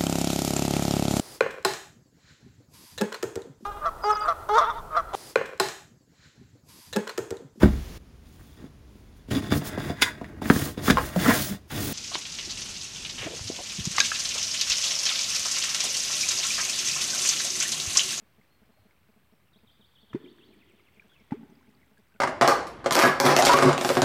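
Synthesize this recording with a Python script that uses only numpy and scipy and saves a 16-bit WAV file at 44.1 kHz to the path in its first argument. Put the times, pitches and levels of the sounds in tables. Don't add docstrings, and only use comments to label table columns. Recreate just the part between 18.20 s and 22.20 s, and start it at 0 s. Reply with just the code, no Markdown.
import sys
import numpy as np
from scipy import signal
from scipy.fft import rfft, irfft, next_fast_len
from scipy.io import wavfile
from scipy.ndimage import map_coordinates

SR = 44100
rng = np.random.default_rng(int(sys.argv[2]) if len(sys.argv) > 2 else 0)


def nominal_scale(level):
    x = np.asarray(level, float) / 20
    return 10 ** x


def unload_wav(signal):
    wavfile.write(
        sys.argv[1],
        SR,
        np.round(np.clip(np.atleast_2d(signal).T, -1, 1) * 32767).astype(np.int16),
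    )


N = 176400


def unit(x):
    return x / np.sqrt(np.mean(x ** 2) + 1e-20)


def along(points, hz):
    f, value = np.transpose(points)
    return np.interp(np.log(hz + 1), np.log(f + 1), value)


def wobble(rate):
    knots = rng.standard_normal(int(N * rate / SR) + 4)
    return map_coordinates(knots, [np.arange(N) * rate / SR])


def filtered(x, response):
    size = next_fast_len(len(x) + SR // 2)
    spectrum = rfft(x, size) * response(np.fft.rfftfreq(size, 1 / SR))
    return irfft(spectrum, size)[:len(x)]


def noise(spectrum, size):
    return unit(filtered(rng.standard_normal(size), lambda hz: nominal_scale(along(spectrum, hz))))


def add(track, s, sound):
    part = track[max(round(s * SR), 0):][:len(sound)]
    part += sound[:len(part)]


# f/Hz, time to fall 60 dB [s]
VALLEY_RING = [(100, 1.4), (300, 1.97), (1000, 2.4), (4000, 3.3), (10000, 0.24)]


def tail(x, start_s, dryness=1):
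    hz, t, z = signal.stft(rng.standard_normal(int(1.5 * SR)), SR, nperseg=1024)
    fade = nominal_scale(-60 * dryness * t / along(VALLEY_RING, hz)[:, None])
    reply = signal.istft(z * fade, SR, nperseg=1024)[1]
    delayed = np.pad(x, (int(start_s * SR), 0))
    return signal.fftconvolve(delayed, reply / np.linalg.norm(reply))[:N]


def air_pocket(start_hz, end_hz, db, length, attack, steep):
    glide_s = 0.013
    t = np.arange(SR // 10) / SR
    turns = end_hz * t - (end_hz - start_hz) * glide_s * (1 - np.exp(-t / glide_s))
    swell = (1 - np.exp(-t / attack)) * np.exp(-(t / length) ** steep)
    return nominal_scale(db) * swell * np.sin(2 * np.pi * turns)


# t/s, start f/Hz, end f/Hz, peak level/dB, length/s
POCKETS = [
    (1.9469, 266, 338, -14.5, 0.0056),
    (3.1199, 190, 350, -19, 0.012),
]
# attack/s, steepness of the fade, push (negative opens with suction)
POCKET_ATTACK_S = [0.0023, 0.00076]
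POCKET_STEEP = [2.47, 2.3]
POCKET_PUSH = [-1.04, 0.84]
# t/s, start f/Hz, end f/Hz, peak level/dB, length/s
HEAVES = [
    (1.9332, 89.5, 156, -24, 0.0231),
    (3.1175, 139, 149, -29, 0.012),
]
HEAVE_ATTACK_S = [0.023, 0.0028]
# t/s, start f/Hz, end f/Hz, peak level/dB, length/s
BUBBLES = [
    (1.955, 346, 431, -24.5, 0.011),
    (3.139, 315, 481, -31.5, 0.013),
]
# t/s, start f/Hz, end f/Hz, peak level/dB, length/s
SIDE_BUBBLES = [
    (1.949, 870, 1070, -43.5, 0.0064),
    (3.1198, 874, 800, -31, .011),
    (1.931, 1040, 2260, -38, 0.0038),
    (3.107, 450, 610, -42, 0.0028),
]
# t/s, crack level/dB, spray level/dB
SLAPS = [
    (1.9311, -44, -60),
    (1.947, -51, -52),
    (3.108, -47.5, -58),
    (3.12, -55, -49.5),
]
# f/Hz, level/dB
SPRAY = [(300, 11.5), (800, 7), (2000, 8), (4000, -10), (8000, -20), (15000, -31)]
# delay t/s, level/dB
ECHOES = [
    [(.064, -30), (.094, -16.5), (.105, -21.5), (.168, -24.5), (.245, -25), (.294, -26), (.342, -24.5),
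     (.425, -31.5)],
    [(.088, -19.5), (.11, -16.5), (.177, -23.5), (.248, -31)],
]
# bass limit of the far sound f/Hz, valley level/dB, dryness of the valley
BANK_LOW_HZ = [418, 171]
VALLEY_DB = [-15.5, -17.5]
VALLEY_DRYNESS = [.95, 1.25]


def slap(crack_db, spray_db):
    crack_t60, spray_t60, attack_s = 0.049, 0.2, 0.0012
    t = np.arange(SR // 5) / SR
    level = nominal_scale(crack_db - 60 * t / crack_t60) + nominal_scale(spray_db - 60 * t / spray_t60)
    return level * (1 - np.exp(-t / attack_s)) * noise(SPRAY, size=len(t))


def bank_answer(far, k):
    lumps_db = 3 * np.tanh(wobble(22.0))
    out = nominal_scale(VALLEY_DB[k] + lumps_db) * tail(far, 0.042, VALLEY_DRYNESS[k])
    dull = filtered(far, lambda hz: 1 / (1 + 1j * hz / 1500))
    for delay, db in ECHOES[k]:
        add(out, delay, nominal_scale(db) * dull)
    return out


def paddle():
    out = np.zeros(N)
    bubble_attack_s, side_echo_db = 0.0017, -7
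    for k in range(2):
        dry, side = np.zeros(N), np.zeros(N)
        pocket = air_pocket(*POCKETS[k][1:], POCKET_ATTACK_S[k], steep=POCKET_STEEP[k])
        add(dry, POCKETS[k][0], POCKET_PUSH[k] * pocket)
        add(dry, HEAVES[k][0], air_pocket(*HEAVES[k][1:], HEAVE_ATTACK_S[k], steep=1.8))
        add(dry, BUBBLES[k][0], air_pocket(*BUBBLES[k][1:], bubble_attack_s, steep=1.34))
        for s, *bubble in SIDE_BUBBLES[k::2]:
            add(side, s, air_pocket(*bubble, bubble_attack_s, steep=2.5))
        for s, crack_db, spray_db in SLAPS[2 * k:2 * k + 2]:
            add(dry, s, slap(crack_db, spray_db))
        far = filtered(dry + nominal_scale(side_echo_db) * side,
                       lambda hz: 1 / (1 + BANK_LOW_HZ[k] / (1j * hz + 1e-3)))
        out += dry + side + bank_answer(far, k)
    return out


# f/Hz, level/dB
THROAT = [(1900, -2), (2350, -3), (2800, -7), (3200, 1), (3550, 1), (3950, -8), (4550, -7), (5300, -8)]


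def note(shape, db, low_hz=0, span=1, quaver=.017, stretch=1):
    s, pitch, level = np.transpose(shape)
    t = np.arange(s[0], s[-1], 1 / SR / stretch)
    shake = map_coordinates(rng.standard_normal(60), [(t - s[0]) * 300])
    hz = low_hz + span * np.interp(t, s, pitch)
    tone = np.sin(2 * np.pi * np.cumsum(hz * (1 + quaver * shake)) / SR)
    soft_ends = signal.windows.tukey(len(t), .2)
    return nominal_scale(db + np.interp(t, s, level) + along(THROAT, hz)) * soft_ends * tone


# t/s, level/dB, bottom f/Hz, top f/Hz, stretch
VEES = [(1.325, -66, 3100, 5000, .85), (1.465, -64, 2950, 4850, .9), (1.604, -63, 2900, 4750, .93),
        (1.748, -62, 2850, 4550, .95), (1.89, -62, 2800, 4550, .98), (2.035, -61, 2700, 4500, 1.01),
        (2.183, -61, 2600, 4500, 1.05)]
# t/s, share of the span, level/dB
VEE = [(0, 1.25, -1), (.007, .46, 0), (.016, .28, 2), (.03, 0, -2), (.045, .27, 2), (.056, .5, 1),
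       (.069, .97, -1), (.088, 1.01, -6)]
# t/s, level/dB, pitch factor
FALLS = [(2.31, -67.5, 0.89), (2.393, -64, 0.96), (2.478, -65.5, 1.04), (2.564, -64.5, 1.02),
         (2.648, -63.5, 1.0), (2.735, -68, 1.0)]
# t/s, f/Hz, level/dB
FALL = [(0, 3580, -10), (.012, 2994, -7.5), (.024, 2700, 8.5), (.032, 2434, 2.5), (.04, 2100, 4.5),
        (.047, 2000, -5)]
# t/s, f/Hz, level/dB
FLOURISH = [(2.888, 2900, -64), (2.896, 3300, -62.5), (2.912, 3500, -65.5), (2.93, 3300, -66.5),
            (2.95, 2950, -63), (2.968, 2550, -63), (3.0, 2200, -63), (3.03, 2100, -73)]
# t/s, length/s, f/Hz, level/dB
WHISTLES = [
    (.3, .065, 4270, -75),
    (.51, .17, 4230, -81),
    (1.115, .09, 5500, -86),
    (1.245, .06, 5500, -86),
    (2.28, .04, 4050, -71),
]


def birds():
    finch, whistles = np.zeros(N), np.zeros(N)
    for s, db, low_hz, top_hz, stretch in VEES:
        add(finch, s, note(VEE, db, low_hz, top_hz - low_hz, stretch=stretch))
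    for s, db, factor in FALLS:
        add(finch, s, note(FALL, db, span=factor))
    add(finch, FLOURISH[0][0], note(FLOURISH, 0, quaver=.03))
    for s, length, hz, db in WHISTLES:
        path = [(0, .94 * hz, 0), (.008, hz, 0), (length, hz, -5)]
        add(whistles, s, note(path, db + 10, quaver=0.0083))
    wood = tail(finch + nominal_scale(-4) * whistles, 0.0037, dryness=1.6)
    flutter = nominal_scale(2 * wobble(150))
    return (finch + whistles) * flutter + nominal_scale(-5 + 1.5 * wobble(39.99)) * wood


def droplet(db, hz, cycles, glide=0.056):
    u = np.arange(int(2 * cycles * SR / hz)) * hz / SR / cycles
    level = nominal_scale(db - 24.5 * u) * (1 - np.exp(-u / 0.062))
    return level * np.sin(2 * np.pi * cycles * u * (1 + glide * u))


# t/s, peak level/dB, f/Hz, cycles, pitch glide
DRIPS = [(0.2129, -52.5, 2040, 18, .05), (1.3884, -58, 2430, 21, .05), (2.059, -48.5, 2260, 19, .05),
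         (2.1845, -48, 1510, 5.1, 0.13), (2.596, -56, 1120, 13.5, .2), (2.7963, -39, 2340, 22.5, .01),
         (2.82, -54, 2400, 6.8, -0.0075), (2.821, -53.5, 1710, 33, -.1), (2.9164, -55.5, 1395, 35, .2),
         (2.953, -60, 1070, 16, 0.034), (2.9642, -48, 2600, 13, .01), (3.6162, -58, 2160, 25, .03),
         (3.63, -52.5, 2020, 22, -0.0073), (3.7735, -53, 1640, 28, 0.01), (.9394, -62, 2190, 20, .02),
         (1.286, -60, 2750, 22, 0.00082), (.583, -59, 760, 17, .05), (3.4094, -55, 1000, 10, 0.033),
         (3.78, -56, 3460, 6, 0.055), (3.921, -58, 1540, 26, 0.0081), (3.921, -57, 2200, 8.7, .02),
         (3.9414, -57, 2700, 22, -.03), (3.951, -57, 1450, 12, .03), (3.9614, -54, 1440, 23, 0.049),
         (3.961, -51, 2190, 7, -0.0026)]
# t/s, peak level/dB, f/Hz
SPECKS = [(0.245, -56, 1750), (0.377, -69, 953), (0.407, -69, 636), (0.571, -57.5, 593),
          (0.631, -65, 619), (0.691, -65, 1560), (0.709, -52, 2100), (0.764, -56.5, 2200),
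          (0.962, -64, 662), (1.031, -62, 1630), (1.272, -59, 2760),
          (3.3906, -53.5, 2120), (3.428, -53, 1460), (3.445, -57, 1610), (3.4704, -53, 2150),
               (3.491, -58, 2440), (3.5038, -54, 1920), (3.5352, -60, 964), (3.5936, -62, 1690)]
# t/s, peak level/dB, f/Hz
PIPS = [(2, -58, 1700), (3.3, -60, 5900), (3.898, -69, 4400), (3.491, -66, 5000), (2.4, -63, 2400),
        (3, -61, 5200), (3.3536, -57.5, 4700), (3.5493, -58, 4400), (2.1, -65, 3900)]
# t/s, peak level/dB, f/Hz
TICKS = [(2.128, -62, 8100), (2.163, -62, 7950), (2.341, -57, 8400), (2.4972, -59, 8100),
         (2.5217, -58, 7920), (2.6554, -64, 8800), (2.7457, -58.5, 7860), (2.8814, -59, 7870),
         (3.0465, -61, 7950), (3.3062, -61, 7980), (3.5014, -61, 8250), (3.7807, -59, 9300),
         (3.781, -59, 7500), (3.661, -64, 7400), (3.8851, -63, 8030)]
TICK_CYCLES = 18.5


def drips():
    out = np.zeros(N)
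    for s, *drip in DRIPS:
        add(out, s, droplet(*drip))
    for s, db, hz in SPECKS:
        add(out, s, droplet(db - 1.5, hz, 13.6))
    for rows, cycles in ((PIPS, 32), (TICKS, TICK_CYCLES)):
        for s, db, hz in rows:
            add(out, s, droplet(db, hz, cycles))
    return out


def scatter(count, from_s, db, spread_db, middle_hz, spread, cycles):
    out = np.zeros(N)
    for when, luck, pitch in rng.random((count, 3)):
        s = from_s + when * (N / SR - from_s)
        level = db - spread_db * np.log(1 - .85 * luck)
        add(out, s, droplet(level, middle_hz * spread ** (pitch - .5), cycles))
    return out


def babble():
    stirred_s = 1.9
    steady = scatter(int(110 * N / SR), 0, -68, 2, 2183, 5.28, 14)
    fizz = scatter(110, stirred_s, -72, 2, 6800, 2.3, TICK_CYCLES)
    crackle = scatter(160, stirred_s, -64, 2, 3200, 6, 4)
    return steady + fizz + crackle


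# t/s, start f/Hz, end f/Hz, peak level/dB, length/s
HULL_KNOCK = (.585, 115, 90, -54, .04)


def hull_knock():
    out = np.zeros(N)
    add(out, HULL_KNOCK[0], air_pocket(*HULL_KNOCK[1:], 0.011, steep=3.9))
    return out


BURSTS = (0, 51, 67)


def phone():
    frame_s, slot_s, start_s, cycle = .120 / 26, 0.00065, .1833, 102
    top_hz, low_hz = 640, 95
    sag_hz, sag_width_hz, sag = 183, 67, 1.66
    frame = (np.arange(N) / SR - start_s + slot_s / 2) / frame_s
    active = np.isin(np.floor(frame) % cycle, np.add.outer(BURSTS, np.arange(4)))
    on = active * (frame % 1 < slot_s / frame_s)

    def leak(hz):
        shape = 1 / (1 + 1j * hz / top_hz) ** 2 / (1 + low_hz / (1j * hz + 1e-3))
        width = 1j * hz * sag_width_hz
        supply = 1 + sag * width / (sag_hz ** 2 - hz ** 2 + width)
        return shape * supply

    return -nominal_scale(-51) * filtered(on * 1., leak)


# f/Hz, level/dB per Hz
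AIR = [(150, -25), (250, -6), (347, -1.5), (403, -5), (658, -5.5), (734, -7), (2340, -9.5), (6500, -23.5),
       (8450, -44), (14300, -120)]
# f/Hz, level/dB per Hz
RUMBLE = [(15, -39), (30, -24.5), (60, -0.5), (90, -5), (170, -9.5), (300, -19), (600, -64)]


def background():
    air_db = -69.5 + 0.85 * wobble(0.91) + 0.31 * np.tanh(wobble(14))
    rumble_db = -66.5 + 0.78 * wobble(2.84) + 1.5 * np.tanh(wobble(17))
    return nominal_scale(air_db) * noise(AIR, size=N) + nominal_scale(rumble_db) * noise(RUMBLE, size=N)


def scene():
    return (paddle() + birds() + drips() + babble() + hull_knock() + background())[None]


def roll_off(x):
    return signal.sosfilt(signal.butter(12, 15900, fs=SR, output="sos"), x)


# f/Hz, level/dB per Hz
HISS = [(3000, -7.5), (5500, -25), (7200, -6.5), (8100, -2.5), (9000, -5), (11000, -4.5), (14000, -1.5),
        (15800, -1)]


def record(dry):
    mic_low_hz, hiss_db, offset = 58, -75.5, -.0004
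    mic = filtered(dry[0], lambda hz: 1 / (1 + mic_low_hz / (1j * hz + 0.00091)) ** 2)
    mix = mic + phone() + nominal_scale(hiss_db) * noise(HISS, size=N) + offset
    return roll_off(mix[None])


dry = scene()
out = record(dry)
unload_wav(out)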